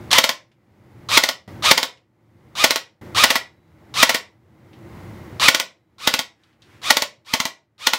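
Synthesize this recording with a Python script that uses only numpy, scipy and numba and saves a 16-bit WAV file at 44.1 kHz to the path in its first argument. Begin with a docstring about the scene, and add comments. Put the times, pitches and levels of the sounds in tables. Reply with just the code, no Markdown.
"""Over the low rumble of a small, cluttered room, an electric airsoft rifle fires eleven three-round bursts.
Each time the trigger snaps, the motor spins up, the gears whine against the spring, and the piston slams home
three times, ringing the shell. An automatic gain control ducks under the burst and lets the rumble swell back.
Loose parts click in some of the pauses; a thin steel ring lingers after the fifth and seventh bursts, and
before the ninth, sleeves rustle as the gun swings round."""
import sys
import numpy as np
from scipy import signal
from scipy.fft import rfft, irfft, next_fast_len
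from scipy.io import wavfile
from numba import njit

SR = 44100
rng = np.random.default_rng(int(sys.argv[2]) if len(sys.argv) > 2 else 0)


def wav_record(signal):
    """Record a signal, one row per channel, as 16-bit PCM in the file named by sys.argv[1]."""
    frames = np.transpose(np.atleast_2d(signal))
    bounded = np.clip(frames, -1, 1)
    # unit amplitude maps onto the largest positive 16-bit level
    quanta = np.round(bounded * 32767).astype(np.int16)
    wavfile.write(sys.argv[1], SR, quanta)


N = 351918
TIME = np.arange(N) / SR
AGE = TIME[:int(.75 * SR)]   # seconds since the onset of one sound

# spectrum of the room's rumble and hiss: f/Hz, relative level/dB
ROOM_TONE_COLOUR = [(15, -49.5), (25, -17.5), (52, -21), (80, -2), (126, -1), (267, -12), (340, -3),
                    (399, -14), (598, -14), (666, -19), (804, -16.5), (1750, -25.5), (1950, -22),
                    (2560, -31.5), (8810, -44.5), (15500, -43)]
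# narrow bands in the background noise, a low hum and a faint, steady ring near 2 kHz:
# f/Hz, width/Hz, level/dB
BACKGROUND_BANDS = [(90, 26, -46.5), (113, 15, -44), (212, 25, -48), (318, 3.1, -52.5), (2070, 130, -61.5)]
# cue list of the bursts: first slam t/s, gap to second slam/s, free-running tooth rate/Hz,
# trigger level/dB, motor level/dB, slam level/dB, crack and puff against slam/dB
BURSTS = [(0.1855, .0556, 1152, -25, -7.5, 21.5, 2.5), (1.176, 0.062, 1379, -19, -10.5, 19, 4.5),
          (1.7148, 0.064, 1354, -26, -10, 22.5, 5.5), (2.6440, 0.064, 1350, -22, -10.5, 21.5, 4),
          (3.2400, 0.065, 1350, -23.5, -10, 19.5, -15.5), (4.0310, 0.064, 1371, -21, -10.5, 20.5, -14),
          (5.4860, 0.062, 1375, -19.5, -9.5, 21, 4.5), (6.0753, .0648, 1362, -24, -12, 21, 3.5),
          (6.9070, .0634, 1364, -28.5, -12.5, 21, 4.5), (7.3385, .0640, 1362, -32.5, -13, 24, 4),
          (7.8713, 0.064, 1367, -25, -8, 29, 2)]
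# spectrum of scraping gears: f/Hz, relative level/dB
GEAR_COLOUR = [(240, -56.5), (400, -24.5), (527, -11), (860, -13.5), (1240, -4), (1560, -11), (3680, -2.5),
               (15500, -29)]
# partials of the gear whine: multiple of the tooth rate, relative level/dB
WHINE_PARTIALS = [(1, -6.5), (2, -6.5), (3, -9), (4, -19)]
# the gears catch hard on the spring in the first burst: t/s, level/dB
GEAR_CATCHES = [(0.113, -12.5), (0.129, -3)]
# spectrum of the piston's slide and the gun's rattle: f/Hz, relative level/dB
SLAM_COLOUR = [(41, -56), (70, -25.5), (250, -14.5), (400, -14.5), (572, -3), (751, -10), (920, -4.5),
               (1100, -0.5), (1230, -8.5), (1410, -1.5), (1580, -13), (1940, 3), (2540, -6), (3190, -3.5),
               (5740, -8.5), (9220, -18.5), (15500, -19)]
# ringing modes of gearbox and shell: f/Hz, level against slam/dB, t60/s
GUN_MODES = [(175, -39, 0.049), (254, -26, 0.071), (532.3, -27.5, 0.15), (656, -25.5, 0.12),
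             (886, -19.5, 0.068), (1106, -29.5, 0.19), (1456, -24.5, 0.13), (2000, -22.5, 0.051),
             (2120, -30.5, 0.071), (3224, -23.5, 0.13), (3515, -24, 0.06), (4290, -26.5, 0.048),
             (5200, -33, 0.034)]
# the gun clicks in the hands: t/s, level/dB, centre f/Hz, t60/s
HANDLING_CLICKS = [(0.516, -34.5, 2090, .08), (1.972, -29, 2000, .1), (4.732, -43.5, 2780, 0.11),
                   (6.435, -29, 3200, 0.077), (6.529, -40.5, 1780, 0.11), (6.620, -29, 3500, 0.1)]
# a faint, thin ring lingers after a burst: t/s, level/dB
LINGERING_RINGS = [(3.24, -36.5), (5.486, -39.5)]
# sleeve swishes: t/s, length/s, level/dB
SLEEVE_SWISHES = [(6.344, 0.22, -39.5), (6.582, 0.26, -39.5)]
# spectrum of rustling cloth: f/Hz, relative level/dB
CLOTH_COLOUR = [(180, -34.5), (300, 3), (597, -10), (647, -28), (738, -7), (1790, -3), (15000, -31)]
# decay of the room's reverb: f/Hz, t60/s
ROOM_T60 = [(150, 0.38), (600, 0.33), (1300, 0.21), (2100, 0.26), (3500, 0.22), (6000, 0.22), (14000, 0.13)]
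# the gain control jumps back to full gain: t/s
GAIN_RESETS = [1.478, 3.013]

WINDUP_GAPS = 1.43   # from rest, the first draw of the spring takes this many gaps
LAST_GAP_S = .0518   # second slam to third, at full speed


def from_db(db):
    """Decibels to gain."""
    return 10 ** (np.asarray(db) / 20)


def rms_one(x):
    """Scale to unit power."""
    return x / np.sqrt(np.mean(x ** 2) + 1e-20)


def at_hz(points, hz):
    """Read a table on a log-frequency axis."""
    known_hz, values = np.transpose(points)
    return np.interp(np.log(np.maximum(hz, 1)), np.log(known_hz), values)


def dying(t60):
    """Exponential decay from height 1."""
    return np.exp(-np.log(1000) * AGE / t60)


def add(track, s, sound):
    """Mix a sound into the track at s seconds."""
    start = min(round(s * SR), N)
    track[start:start + len(sound)] += sound[:N - start]


def noise(colour, size=len(AGE)):
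    """Noise of a given spectrum, rms 1."""
    padded = next_fast_len(size)
    gain = from_db(at_hz(colour, np.fft.rfftfreq(padded, 1 / SR)))
    return rms_one(irfft(rfft(rng.standard_normal(padded)) * gain, padded)[:size])


def resonance(x, hz, width_hz):
    """Two-pole resonance, gain 1 at its peak."""
    r = np.exp(-np.pi * width_hz / SR)
    feedback = [1, -2 * r * np.cos(2 * np.pi * hz / SR), r * r]
    return signal.lfilter(np.array([1, 0, -1]) * (1 - r * r) / 2, feedback, x + 1e-18)


def noise_band(hz, width_hz, size=len(AGE)):
    """One band of noise, rms 1."""
    return rms_one(resonance(rng.standard_normal(size), hz, width_hz))


def low_cut(x, hz, order=2):
    """Roll off the bass."""
    return signal.sosfilt(signal.butter(order, hz, "high", fs=SR, output="sos"), x + 1e-18)


def slam_times(first, gap):
    """The three slams of a burst close up as the motor gains speed."""
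    return first + np.array([0, gap, gap + LAST_GAP_S])


def room_tone(bed_db):
    """A steady bed of rumble and hiss, with a low hum and a faint ring near 2 kHz."""
    bands = sum(from_db(db) * noise_band(hz, width_hz, N) for hz, width_hz, db in BACKGROUND_BANDS)
    return from_db(bed_db) * noise(ROOM_TONE_COLOUR, N) + bands


def triggers(t60, rise_s, clack_hz, clack_db, tick_hz, tick_db, catch_t60):
    """The trigger snaps and the gears take up their slack; a hard catch adds a rasp."""
    out = np.zeros(N)
    attack = 1 - np.exp(-AGE / rise_s)
    for first, gap, _, trigger_db, *_ in BURSTS:
        scrape = noise(GEAR_COLOUR)
        clack = from_db(clack_db) * rms_one(resonance(scrape, clack_hz, width_hz=250))
        tick = from_db(tick_db) * rms_one(resonance(scrape, tick_hz, width_hz=800))
        snap = rms_one(scrape + clack + tick) * attack * dying(t60)
        add(out, first - WINDUP_GAPS * gap, from_db(trigger_db) * snap)
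    for s, db in GEAR_CATCHES:
        add(out, s, from_db(db) * noise(GEAR_COLOUR) * attack * dying(catch_t60))
    return out


def motor(spin_up_s, coast_s, spring_sag, wobble, flutter, grind_db, tooth_depth):
    """Meshing teeth whine and grind, rising as the motor spins up, sagging near the spring's full draw."""
    out = np.zeros(N)
    for first, gap, tooth_hz, _, motor_db, *_ in BURSTS:
        windup = WINDUP_GAPS * gap
        releases = slam_times(windup, gap)
        shots_drawn = np.interp(AGE, [0, *releases], np.arange(len(releases) + 1))
        draw = shots_drawn % 1
        run_down = np.exp(-np.maximum(AGE - releases[-1], 0) / coast_s)
        spin = (1 - np.exp(-AGE / spin_up_s)) * run_down
        shake = 1 + wobble * noise_band(hz=90, width_hz=160)
        speed = spin * (1 - spring_sag * draw ** 8) * shake
        phase = 2 * np.pi * np.cumsum(tooth_hz * speed) / SR
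        whine = sum(np.sqrt(2) * from_db(db) * np.sin(k * phase + rng.uniform(0, 2 * np.pi))
                    for k, db in WHINE_PARTIALS)
        whine *= 1 + flutter * noise_band(hz=110, width_hz=120)
        whine *= spin   # it cuts through the grind only at speed
        throb = 1 + tooth_depth * np.cos(phase)   # every tooth scrapes
        grind = from_db(grind_db) * noise(GEAR_COLOUR) * throb
        eased = shots_drawn >= 1   # the gears labour less once the first shot is away
        gears = whine * from_db(-12.5 * eased) + grind * from_db(-1.5 * eased)
        add(out, first - windup, from_db(motor_db) * spin ** 1.9 * gears)
    return out


def muzzle_puff(db, width_s):
    """Air pops from the muzzle in one tiny bell-shaped pulse."""
    pulse = np.exp(-((AGE - 2 * width_s) / width_s) ** 2)
    return low_cut(-from_db(db) * pulse, hz=160)


def piston_crack(hz, width_hz, bounce_s, bounce_db, tick_hz, tick_db):
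    """The piston head strikes the cylinder end with a bright metal tick and bounces once."""
    blows = np.zeros(len(AGE))
    blows[0], blows[round(bounce_s * SR)] = 1, from_db(bounce_db)
    snap = resonance(resonance(blows, hz, width_hz), hz, 2 * width_hz)
    tick = from_db(tick_db) * resonance(blows, tick_hz, width_hz=4400)
    return snap / np.abs(snap).max() + tick


def shell_ring(scatter_db):
    """Gearbox and shell ring, their modes struck a little differently in each burst."""
    ring = 0
    for hz, db, t60 in GUN_MODES:
        strength = from_db(db + rng.normal(0, scatter_db)) * rng.choice([-1, 1])
        ring += strength * np.sin(2 * np.pi * hz * AGE) * dying(t60)
    return ring


def slams(slide_db, slide_s, puff_s, puff_lead_s, rattle_db, rattle_t60, loose_share, accents_db):
    """The piston slides, air pops, the head cracks, the gun rattles; returns hits and rings apart."""
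    hits, rings = np.zeros((2, N))
    rush = np.exp(-AGE[:SR // 50] / slide_s)[::-1]   # swells into the hit
    puff = muzzle_puff(db=-12.5, width_s=puff_s)
    crack = piston_crack(hz=3800, width_hz=3100, bounce_s=.0052, bounce_db=-8.5,
                         tick_hz=13100, tick_db=1.5)
    for first, gap, *_, slam_db, crack_db in BURSTS:
        # the aim holds still within a burst, so its slams sound alike, apart from the loose parts
        shell = np.sqrt(1 - loose_share) * noise(SLAM_COLOUR)
        ring = shell_ring(scatter_db=2.2)
        for s, db in zip(slam_times(first, gap), slam_db + np.array(accents_db)):
            loose_parts = np.sqrt(loose_share) * noise(SLAM_COLOUR)
            rattle = from_db(rattle_db) * (shell + loose_parts) * dying(rattle_t60)
            slide = rush * noise(SLAM_COLOUR, len(rush))
            add(hits, s - len(rush) / SR, from_db(db + slide_db) * slide)
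            add(hits, s - puff_lead_s - 2 * puff_s, from_db(db + crack_db) * puff)
            add(hits, s, from_db(db) * (from_db(crack_db) * crack + rattle))
            add(rings, s, from_db(db) * ring)
    return low_cut(hits, hz=165), rings   # so small a body radiates no deep bass


def handling_clicks():
    """Loose parts click as the gun shifts in the hands."""
    out = np.zeros(N)
    for s, db, hz, t60 in HANDLING_CLICKS:
        click = resonance(noise_band(hz, width_hz=1700), hz, width_hz=3500)
        add(out, s, from_db(db) * rms_one(click) * dying(t60))
    return out


def lingering_ring(hz, t60):
    """A thin steel ring outlasts the burst."""
    out = np.zeros(N)
    for s, db in LINGERING_RINGS:
        add(out, s, from_db(db) * np.sin(2 * np.pi * hz * AGE) * dying(t60))
    return out


def sleeves():
    """Cloth brushes the stock in soft swells."""
    out = np.zeros(N)
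    for s, length_s, db in SLEEVE_SWISHES:
        swell = np.sin(np.pi * np.minimum(AGE / length_s, 1))
        add(out, s, from_db(db) * swell * noise(CLOTH_COLOUR))
    return out


def room_reverb(x, wet_db, build_s):
    """Dense reflections off shelves and walls build up, then die band by band."""
    edges_hz = np.geomspace(60, 17000, 17)
    white, tail = rng.standard_normal((2, len(AGE))), 0
    for k, band in enumerate(zip(edges_hz, edges_hz[1:])):
        wash = signal.sosfilt(signal.butter(2, band, "band", fs=SR, output="sos"), white[k % 2])
        centre_hz = np.sqrt(np.prod(band))
        tail += wash * dying(at_hz(ROOM_T60, centre_hz))
    tail *= 1 - np.exp(-AGE / build_s)
    return x + from_db(wet_db) * signal.fftconvolve(x, tail / np.linalg.norm(tail))[:N]


@njit
def ducking(over_db, reset, attack_s, hold_s, release_db_per_s):
    """Gain reduction in dB: bites quickly on overload, holds, then ebbs at a steady rate."""
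    cut_db, cut, wait = np.zeros(len(over_db)), 0., 0.
    for i in range(len(over_db)):
        wait -= 1
        if reset[i]:
            cut = 0.
        if over_db[i] > cut:
            cut += (over_db[i] - cut) / (attack_s * SR)
            wait = hold_s * SR
        elif wait < 0:
            cut = max(0., cut - release_db_per_s / SR)
        cut_db[i] = cut
    return cut_db


def gain_control(x, threshold_db, peak_fall_db_per_s, attack_s, hold_s, release_db_per_s):
    """The gain rides the peak level, so the room pumps; at each reset it is full again."""
    fall = peak_fall_db_per_s * TIME
    level_db = 20 * np.log10(np.abs(x) + 1e-9)
    peak_db = np.maximum.accumulate(level_db + fall) - fall
    reset = np.isin(np.arange(N), np.round(np.array(GAIN_RESETS) * SR))
    return x * from_db(-ducking(peak_db - threshold_db, reset, attack_s, hold_s, release_db_per_s))


def scene():
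    """Rifle and handling feed the reverb; the shell rings and the thin lingering ring sit dry over the room
    tone."""
    gears = motor(spin_up_s=.023, coast_s=.004, spring_sag=.27, wobble=.011, flutter=.28,
                  grind_db=-1.5, tooth_depth=.52)
    snaps = triggers(t60=.24, rise_s=.00036, clack_hz=1070, clack_db=-2.5, tick_hz=3950, tick_db=-7,
                     catch_t60=.083)
    hits, rings = slams(slide_db=-12, slide_s=.0024, puff_s=.000072, puff_lead_s=.0008, rattle_db=-11,
                        rattle_t60=.084, loose_share=.74, accents_db=(1.2, 0, -1.5))
    rifle = snaps + gears + hits + sleeves() + handling_clicks()
    in_room = room_reverb(rifle, wet_db=-11, build_s=.0079)
    return (in_room + rings + lingering_ring(hz=3905, t60=1) + room_tone(bed_db=-39.5))[None]


def record(dry):
    """Gain control, clipping on the slams that outrun it, a low cut and a steep cut at the top."""
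    ridden = gain_control(dry[0], threshold_db=-7.5, peak_fall_db_per_s=1499, attack_s=.012,
                          hold_s=.25, release_db_per_s=36.5)
    clipped = np.clip(ridden, -1, 1)
    high_cut = signal.ellip(10, .2, 70, 15750, fs=SR, output="sos")
    return signal.sosfilt(high_cut, low_cut(clipped, hz=40, order=1))[None]


dry = scene()
out = record(dry)
wav_record(out)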